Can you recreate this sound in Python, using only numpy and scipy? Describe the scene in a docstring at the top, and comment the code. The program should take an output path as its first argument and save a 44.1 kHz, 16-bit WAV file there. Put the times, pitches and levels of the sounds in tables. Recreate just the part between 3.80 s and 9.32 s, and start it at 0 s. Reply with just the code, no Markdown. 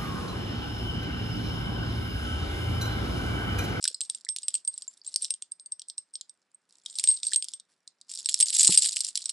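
"""In a small quiet room a metal necklace is turned over in the hands, close to the microphone. From the start
each move makes its links tick and rasp, its discs clack, short hollow notes tock and scrape, and its hollow
balls ping in a shell mode near 8.4 kHz. After a lull the handling grows livelier at 3 s. From 4.5 s it is
lowered onto a table in a dense jingle; at 4.9 s its weight excites the table's modes in one soft thud, and a
few last clacks follow."""
import sys
import numpy as np
from scipy import signal
from scipy.fft import rfft, irfft
from scipy.io import wavfile
from scipy.ndimage import uniform_filter1d, minimum_filter1d

SR = 44100
rng = np.random.default_rng(int(sys.argv[2]) if len(sys.argv) > 2 else 0)


def pcm_store(signal):
    """Save signal as 16-bit PCM."""
    levels = np.round(np.clip(np.atleast_2d(signal), -1, 1) * 32767)
    wavfile.write(sys.argv[1], SR, levels.astype(np.int16).T)


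N = 243640


def amp(db):
    """Amplitude ratio of a level in decibels."""
    return 10 ** (np.asarray(db) / 20)


def log_interp(points, hz):
    """Linear interpolation of a table on a logarithmic frequency axis."""
    f, value = np.transpose(points)
    return np.interp(np.log(hz + 1), np.log(f), value)


def add(mix, s, sound):
    """Superposition: a stereo sound joins the mix at s seconds."""
    part = mix[:, max(round(s * SR), 0):][:, :sound.shape[1]]
    part += sound[:, :part.shape[1]]


def spurts(top_hz):
    """Intermittent motion: noise band-limited to top_hz, then saturated between -1 and 1."""
    wander = irfft(rfft(rng.standard_normal(N)) * (np.fft.rfftfreq(N, 1 / SR) < top_hz), N)
    return np.tanh(wander / wander.std())


# The fingers shift the chain: t/s, duration/s, level/dB
CHAIN_MOVES = [(0.013, 0.13, -52.5), (0.224, 0.17, -55.5), (0.613, 0.16, -54.5), (0.925, 0.099, -57.5),
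               (1.053, 0.13, -62), (1.253, 0.098, -54.5), (1.413, 0.028, -45.5), (2.898, 0.084, -65),
               (3.051, 0.17, -56.5), (3.17, 0.19, -44), (3.433, 0.095, -46.5), (3.624, .12, -57.5),
               (3.9, 0.011, -62), (4.301, 0.13, -44.5), (5.356, 0.14, -45.5)]
# Jostling as the necklace is lowered: t/s, level/dB
LOWERING_SWELL = [(4.47, -41.5), (4.7, -30.5), (4.794, -26), (4.874, -25), (5.122, -33), (5.29, -38.5)]

def stir(lowering_db=-4, rise_db_per_s=1102, settle_db_per_s=329, rest_db=-84.5):
    """Excitation level of the chain in dB: each move grows and decays exponentially."""
    t = np.arange(N) / SR

    def edges(start, end):
        return -rise_db_per_s * np.maximum(start - t, 0) - settle_db_per_s * np.maximum(t - end, 0)

    moves = [level_db + edges(start, start + length) for start, length, level_db in CHAIN_MOVES]
    times, levels = np.transpose(LOWERING_SWELL)
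    swell = lowering_db + np.interp(t, times, levels) + edges(times[0], times[-1])
    return np.maximum(np.max(moves + [swell], axis=0), rest_db)


# Spectrum of the room's hum and hiss: f/Hz, relative level/dB
NOISE_SPECTRUM = [(30, -30.5), (80, -14.5), (170, 2), (700, -1.5), (1600, 0), (10500, -18.5)]

def room_noise_and_rub(room_db=-86, side=0.51, rub_db=-62, follow=0.25):
    """Broadband noise: the steady room, and finger friction that grows with the stir."""
    colour = amp(log_interp(NOISE_SPECTRUM, np.fft.rfftfreq(N, 1 / SR)))
    mid, wide, rub = irfft(rfft(rng.standard_normal((3, N))) * colour, N)
    steady = amp(room_db) * np.array([mid + side * wide, mid - side * wide])
    return (steady + amp(rub_db + follow * stir()) * rub) / mid.std()


# Decay time of the fainter, quicker part of the reverberation: f/Hz, T60/s
QUICK_DECAY = [(200, 0.16), (4500, 0.083), (10000, 0.053)]

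def reflections(x, wet_db=-14, treble_db=-6, main_db=8, main_t60=0.18):
    """A short room reverberation, plus a fainter, quicker part whose treble dies first."""
    taps = rng.standard_normal((3, SR // 2))
    taps = taps[:2] + taps[2]  # partly common to both channels
    taps[:, :SR // 700] = 0  # travel time of the first reflection
    hz, t, spectrum = signal.stft(taps, SR, nperseg=256)
    decay = amp(-60 * t / log_interp(QUICK_DECAY, hz)[:, None]) + amp(main_db - 60 * t / main_t60)
    colour = amp(log_interp([(5500, 0.025), (8500, treble_db)], hz))[:, None]
    response = signal.istft(spectrum * decay * colour, SR, nperseg=256)[1]
    return amp(wet_db) * signal.fftconvolve(x, response / np.linalg.norm(response), axes=1)[:, :N]


# Modes of the table: f/Hz, level/dB, T60/s
TABLE_MODES = [(117, 1, 0.046), (182.6, 5.5, 0.093), (333, 3.5, 0.073), (414, -0.5, 0.042),
               (478, -4.5, 0.049), (876, -4, 0.036), (1260, -9, 0.033)]

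def table_thud(landing_s=4.890, level_db=-33.5, rise_s=0.00023):
    """Impact excitation: the necklace lands softly and the table's damped modes boom briefly."""
    t, out = np.arange(SR // 3) / SR, np.zeros((2, N))
    boom = sum((-1) ** k * amp(db - 60 * t / t60) * np.sin(2 * np.pi * hz * t)
               for k, (hz, db, t60) in enumerate(TABLE_MODES))
    add(out, landing_s, amp(level_db) * amp([[-1], [1]]) * boom * (1 - np.exp(-t / rise_s)))
    return out


def radiate(count, spread):
    """Directivity: each mode has its own phase and reaches the two channels a little unequally."""
    side = spread * (rng.standard_normal(count) + 1j * rng.standard_normal(count))
    return np.exp(2j * np.pi * rng.random(count)) * np.array([1 + side, 1 - side])


def ping(hz, db_per_s, shape, twin_db, split_hz):
    """Beating of twin modes; db_per_s holds over the first 20 dB, and shape > 1 speeds the later decay."""
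    t = np.arange(int(80 / db_per_s * SR) + 2) / SR
    pair = np.array([hz, hz + split_hz * rng.choice([-1, 1]) * (.5 + rng.random())])
    tone = (radiate(2, spread=0.1) * amp([0, twin_db])) @ np.exp(2j * np.pi * pair[:, None] * t)
    decay = amp(-20 * (t * db_per_s / 20) ** shape)
    return tone.real * decay * (1 - np.exp(-t * hz / 2))


# Short hollow notes, some from a cupped piece closing on a neighbour or fingertip, some brief scrapes: t/s,
# level/dB, f/Hz
SHORT_NOTES = [(0.053, -31.5, 1650), (0.107, -36, 500), (0.145, -27, 5060), (0.465, -41.5, 2016),
               (1.215, -44, 4580), (3.06, -27.5, 3730), (3.52, -34, 1720)]

def short_notes(swell_cycles=5.3):
    """Short tonal notes: each swells over a few cycles and sounds briefly."""
    out = np.zeros((2, N))
    for s, level_db, hz in SHORT_NOTES:
        note = ping(hz, db_per_s=3396.5, shape=2.6, twin_db=-3, split_hz=hz / 8)
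        cycles = np.arange(note.shape[1]) * hz / SR
        swell = np.sin(np.pi / 2 * np.minimum(cycles / swell_cycles, 1)) ** 2
        add(out, s, amp(level_db) * note * swell)
    return out


# Spectrum of a firm metal contact: f/Hz, relative level/dB
CONTACT_SPECTRUM = [(900, -10), (2000, -26), (3100, -9.5), (4200, -0.5), (5600, 0), (6300, -20),
                    (7400, 1.5), (8700, -4), (10900, -5), (11600, -21.5)]

def contact(level_db, firm_cutoff_hz=1800, gentle_top_db=-9, firm_db=-15, gentle_db=-36, count=48):
    """Modal click of metal, damped by the fingers; only firm blows excite the lowest and highest modes."""
    t = np.arange(SR // 50) / SR
    hz = 1000 + 10600 * (np.arange(count) + rng.random(count)) / count
    gentle = np.clip((level_db - firm_db) / (gentle_db - firm_db), 0, 1)
    top_db = gentle_top_db * gentle * np.interp(hz, [8600, 9600], [0, 1])
    # each point of contact favours some groups of modes
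    spot_db = 4 * np.sin(2 * np.pi * (hz / rng.uniform(2500, 7000) + rng.random()))
    weight = amp(log_interp(CONTACT_SPECTRUM, hz) + top_db + spot_db) * rng.rayleigh(1, count)
    t60 = .0055 * np.exp(.4 * rng.standard_normal((count, 1)))
    modes = amp(-60 * t / t60) * np.exp(2j * np.pi * hz[:, None] * t)
    click = (radiate(count, spread=0.16) * weight) @ modes * (1 - np.exp(-t / .0001))
    highpass = signal.butter(7, firm_cutoff_hz * 2 ** gentle, "high", fs=SR, output="sos")
    click = signal.sosfilt(highpass, click)
    peak_power = uniform_filter1d(abs(click.mean(0)) ** 2, size=44).max()
    return amp(level_db) * click.real / np.sqrt(peak_power)


def tick(firmness_db, ring_db, hz, db_per_s):
    """Impulse response of one small piece: a click at unit level and its own short note."""
    sound = contact(firmness_db) / amp(firmness_db)
    add(sound, 0, amp(ring_db) * ping(hz, db_per_s, shape=0.72, twin_db=2, split_hz=520))
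    return sound


def link_rasp(level_db=-10, stir_limit_db=-44, slips_per_s=1500, scatter_db=3, link_hz=5100, count=12):
    """Stick-slip friction: sliding links rasp in spurts, growing with the stir only up to a limit."""
    rub_db = level_db + np.minimum(stir(), stir_limit_db) + 5 * spurts(top_hz=22)
    out = np.zeros((2, N))
    for hz in rng.normal(link_hz, 700, count):
        slipping = rng.random(N) < slips_per_s / count / SR
        slips = slipping * amp(rub_db + scatter_db * rng.standard_normal(N))
        link = tick(firmness_db=-16, ring_db=-16, hz=hz, db_per_s=7993)
        out += signal.oaconvolve(slips[None], link, axes=1)[:, :N]
    return out


def chain_rattle(level_db=-0.5, calm_per_s=150, busy_per_s=600, scatter_db=5.5, count=32):
    """Poisson collisions: links tick in clumps; a harder stir adds ticks and throws in heavier discs."""
    stir_db = stir()
    busy = amp(.55 * (stir_db - stir_db.max()))
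    ticks_per_s = (calm_per_s + busy_per_s * busy) * (1 + .7 * spurts(top_hz=35))
    links = [tick(firmness_db=-39, ring_db=-19, hz=hz, db_per_s=6497)
             for hz in rng.normal(4900, 640, count)]
    discs = [tick(firmness_db=-14, ring_db=-3, hz=hz, db_per_s=2002.5)
             for hz in rng.normal(7850, 350, count)]
    chance, kind, which = rng.random((3, N))
    strength = amp(stir_db + level_db + scatter_db * np.minimum(rng.exponential(1, N), 3))
    out = np.zeros((2, N))
    for i in np.flatnonzero(chance < ticks_per_s / SR):
        pieces = discs if kind[i] < busy[i] else links
        add(out, i / SR, strength[i] * pieces[int(which[i] * count)])
    return out


# A disc knocks against its neighbours: t/s, click level/dB, ring level/dB
DISC_IMPACTS = [(0.027, -25, -25), (0.041, -11.5, -34), (0.0533, -17.5, -26), (0.0774, -15, -12.5),
                (0.1445, -34, -24.5), (0.2073, -19.5, -22), (0.449, -33, -36.5), (0.563, -19, -62),
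                (0.6827, -18.5, -13.5), (0.7524, -20, -19), (0.9786, -29.5, -26.5), (1.0215, -31, -25.5),
                (1.079, -46, -21), (1.2655, -36.5, -29), (1.446, -18, -27), (2.0183, -31, -43),
                (2.0991, -28, -45), (2.4111, -27, -44), (3.061, -25.5, -63), (3.1865, -17, -33),
                (3.545, -20, -45), (3.6438, -24, -41), (3.6849, -25.5, -35), (3.7987, -37, -45),
                (4.2132, -39.5, -75), (4.3164, -27.5, -36), (4.489, -14.5, -28), (4.4933, -18, -16.5),
                (4.5424, -8.5, -23.5), (4.6084, -10, -9.5), (4.7667, -15, -20), (4.7944, -14, -6),
                (4.8312, -10, -3.5), (4.8717, -15, -5), (4.9237, -12, -15), (5.1678, -13.5, -15.5),
                (5.2481, -18, -44), (5.3554, -15, -23), (5.3749, -16.5, -54), (5.4572, -22, -18),
                (5.4942, -22.5, -15.5)]

def disc_clacks(disc_hz=7905, scatter_hz=355.4, ring_gain_db=3, mean_rebound_s=0.0044, rebound_db=-9):
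    """Inelastic impact: a disc clicks, rings until the fingers choke it, and falls back once, lighter."""
    out = np.zeros((2, N))
    for s, click_db, ring_db in DISC_IMPACTS:
        hz = rng.normal(disc_hz, scatter_hz)
        add(out, s, contact(click_db, firm_cutoff_hz=1770, gentle_top_db=-10.5))
        ring = ping(hz, db_per_s=3005, shape=0.6, twin_db=-5.5, split_hz=150)
        add(out, s, amp(ring_db + ring_gain_db) * ring)
        add(out, s + mean_rebound_s * (.5 + rng.random()), contact(click_db + rebound_db))
    return out


# Natural frequency of whichever ball hangs free: starting t/s, f/Hz
BALL_PITCHES = [(0, 8380), (1.2, 8445), (1.84, 8385), (3.42, 8430), (4.3, 8375)]
# A ball is struck: t/s, click level/dB, ring level/dB, decay rate/(dB/s)
BALL_IMPACTS = [(0.2138, -21, -31.5, 412), (0.2987, -17, -21.5, 1790), (0.348, -30, -28.5, 1800),
                (0.489, -19.5, -26, 421), (0.585, -27.5, -30.5, 2498), (0.6316, -33.5, -36, 450),
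                (0.7416, -20, -23, 633), (0.8494, -39, -29.5, 2204), (0.8763, -26.5, -20.5, 741),
                (0.9404, -40, -34.5, 1252), (1.2755, -46, -29.5, 1064), (1.3414, -25.5, -28, 1812),
                (1.36, -11, -26.5, 907), (1.4217, -33, -25, 541), (1.5059, -16.5, -21, 860),
                (1.5396, -29, -28.5, 1502.5), (1.623, -24.5, -33.5, 1231), (1.719, -39, -27.5, 1997),
                (1.7975, -38.5, -44.5, 471), (1.86, -42, -35.5, 1505), (1.921, -31, -25.5, 1237),
                (1.9955, -29, -36.5, 2195), (2.0848, -39, -38.5, 554), (2.1802, -27.5, -26, 1435),
                (2.3377, -42.5, -37.5, 780), (2.3549, -24.5, -34, 1178), (2.495, -37.5, -42, 1174.5),
                (2.746, -70, -44.5, 1999.5), (3.099, -36, -45.5, 427.5), (3.155, -33, -33, 649),
                (3.1964, -17.5, -22, 1986), (3.2397, -12, -22.5, 774), (3.2743, -16, -17, 579),
                (3.2876, -22, -12.5, 702), (3.3129, -25, -19, 401.5), (3.432, -20.5, -30.5, 368),
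                (3.4681, -24, -17, 1300), (3.534, -15, -23.5, 626), (3.5599, -16, -17.5, 543),
                (3.6245, -20.5, -31.5, 800), (3.7365, -25, -34, 708), (4.0765, -34.5, -44.5, 1490),
                (4.459, -17, -22.5, 1500), (4.6021, -9, -16.5, 896), (4.6265, -13.5, -12, 900),
                (4.975, -5, -7.5, 1248), (5.0595, -13, -20, 1050), (5.2062, -14.5, -21.5, 1430)]

def ball_pings(ring_gain_db=2.5, graze_lead_s=.005, graze_db=-24):
    """Shell resonance: a ball grazes, then strikes a neighbour; the freer it hangs, the longer it rings."""
    out = np.zeros((2, N))
    for s, click_db, ring_db, db_per_s in BALL_IMPACTS:
        free_hz = [hz for start, hz in BALL_PITCHES if start <= s][-1]
        ring = ping(rng.normal(free_hz, 15), db_per_s, shape=1.015, twin_db=-13.5, split_hz=43)
        ring *= amp(ring_db + ring_gain_db)
        add(out, s - graze_lead_s, amp(graze_db) * ring)
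        add(out, s, ring)
        add(out, s, contact(click_db, firm_cutoff_hz=1873, gentle_top_db=-53))
    return out


def scene(cutoff_hz=400, balance_db=(-0.26, 0.78)):
    """Superposition of direct sound, reflections and noise; small metal pieces radiate little bass."""
    metal = ball_pings() + disc_clacks() + chain_rattle() + link_rasp()
    highpass = signal.butter(1, cutoff_hz, "high", fs=SR, output="sos")
    direct = signal.sosfilt(highpass, metal) + short_notes() + table_thud()
    return (direct + reflections(direct) + room_noise_and_rub()) * amp(balance_db)[:, None]


def record(dry, ceiling=.85, band_edge_hz=11250):
    """Peak limiting and band limiting: a quick gain dip holds down the tallest peaks before a low-pass."""
    gain = ceiling / np.maximum(abs(dry).max(0), ceiling)
    limited = dry * uniform_filter1d(minimum_filter1d(gain, size=45), size=45)
    lowpass = signal.firwin(161, band_edge_hz, window="blackman", fs=SR)
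    return signal.oaconvolve(limited, lowpass[None], "same", axes=1)


dry = scene()
out = record(dry)
pcm_store(out)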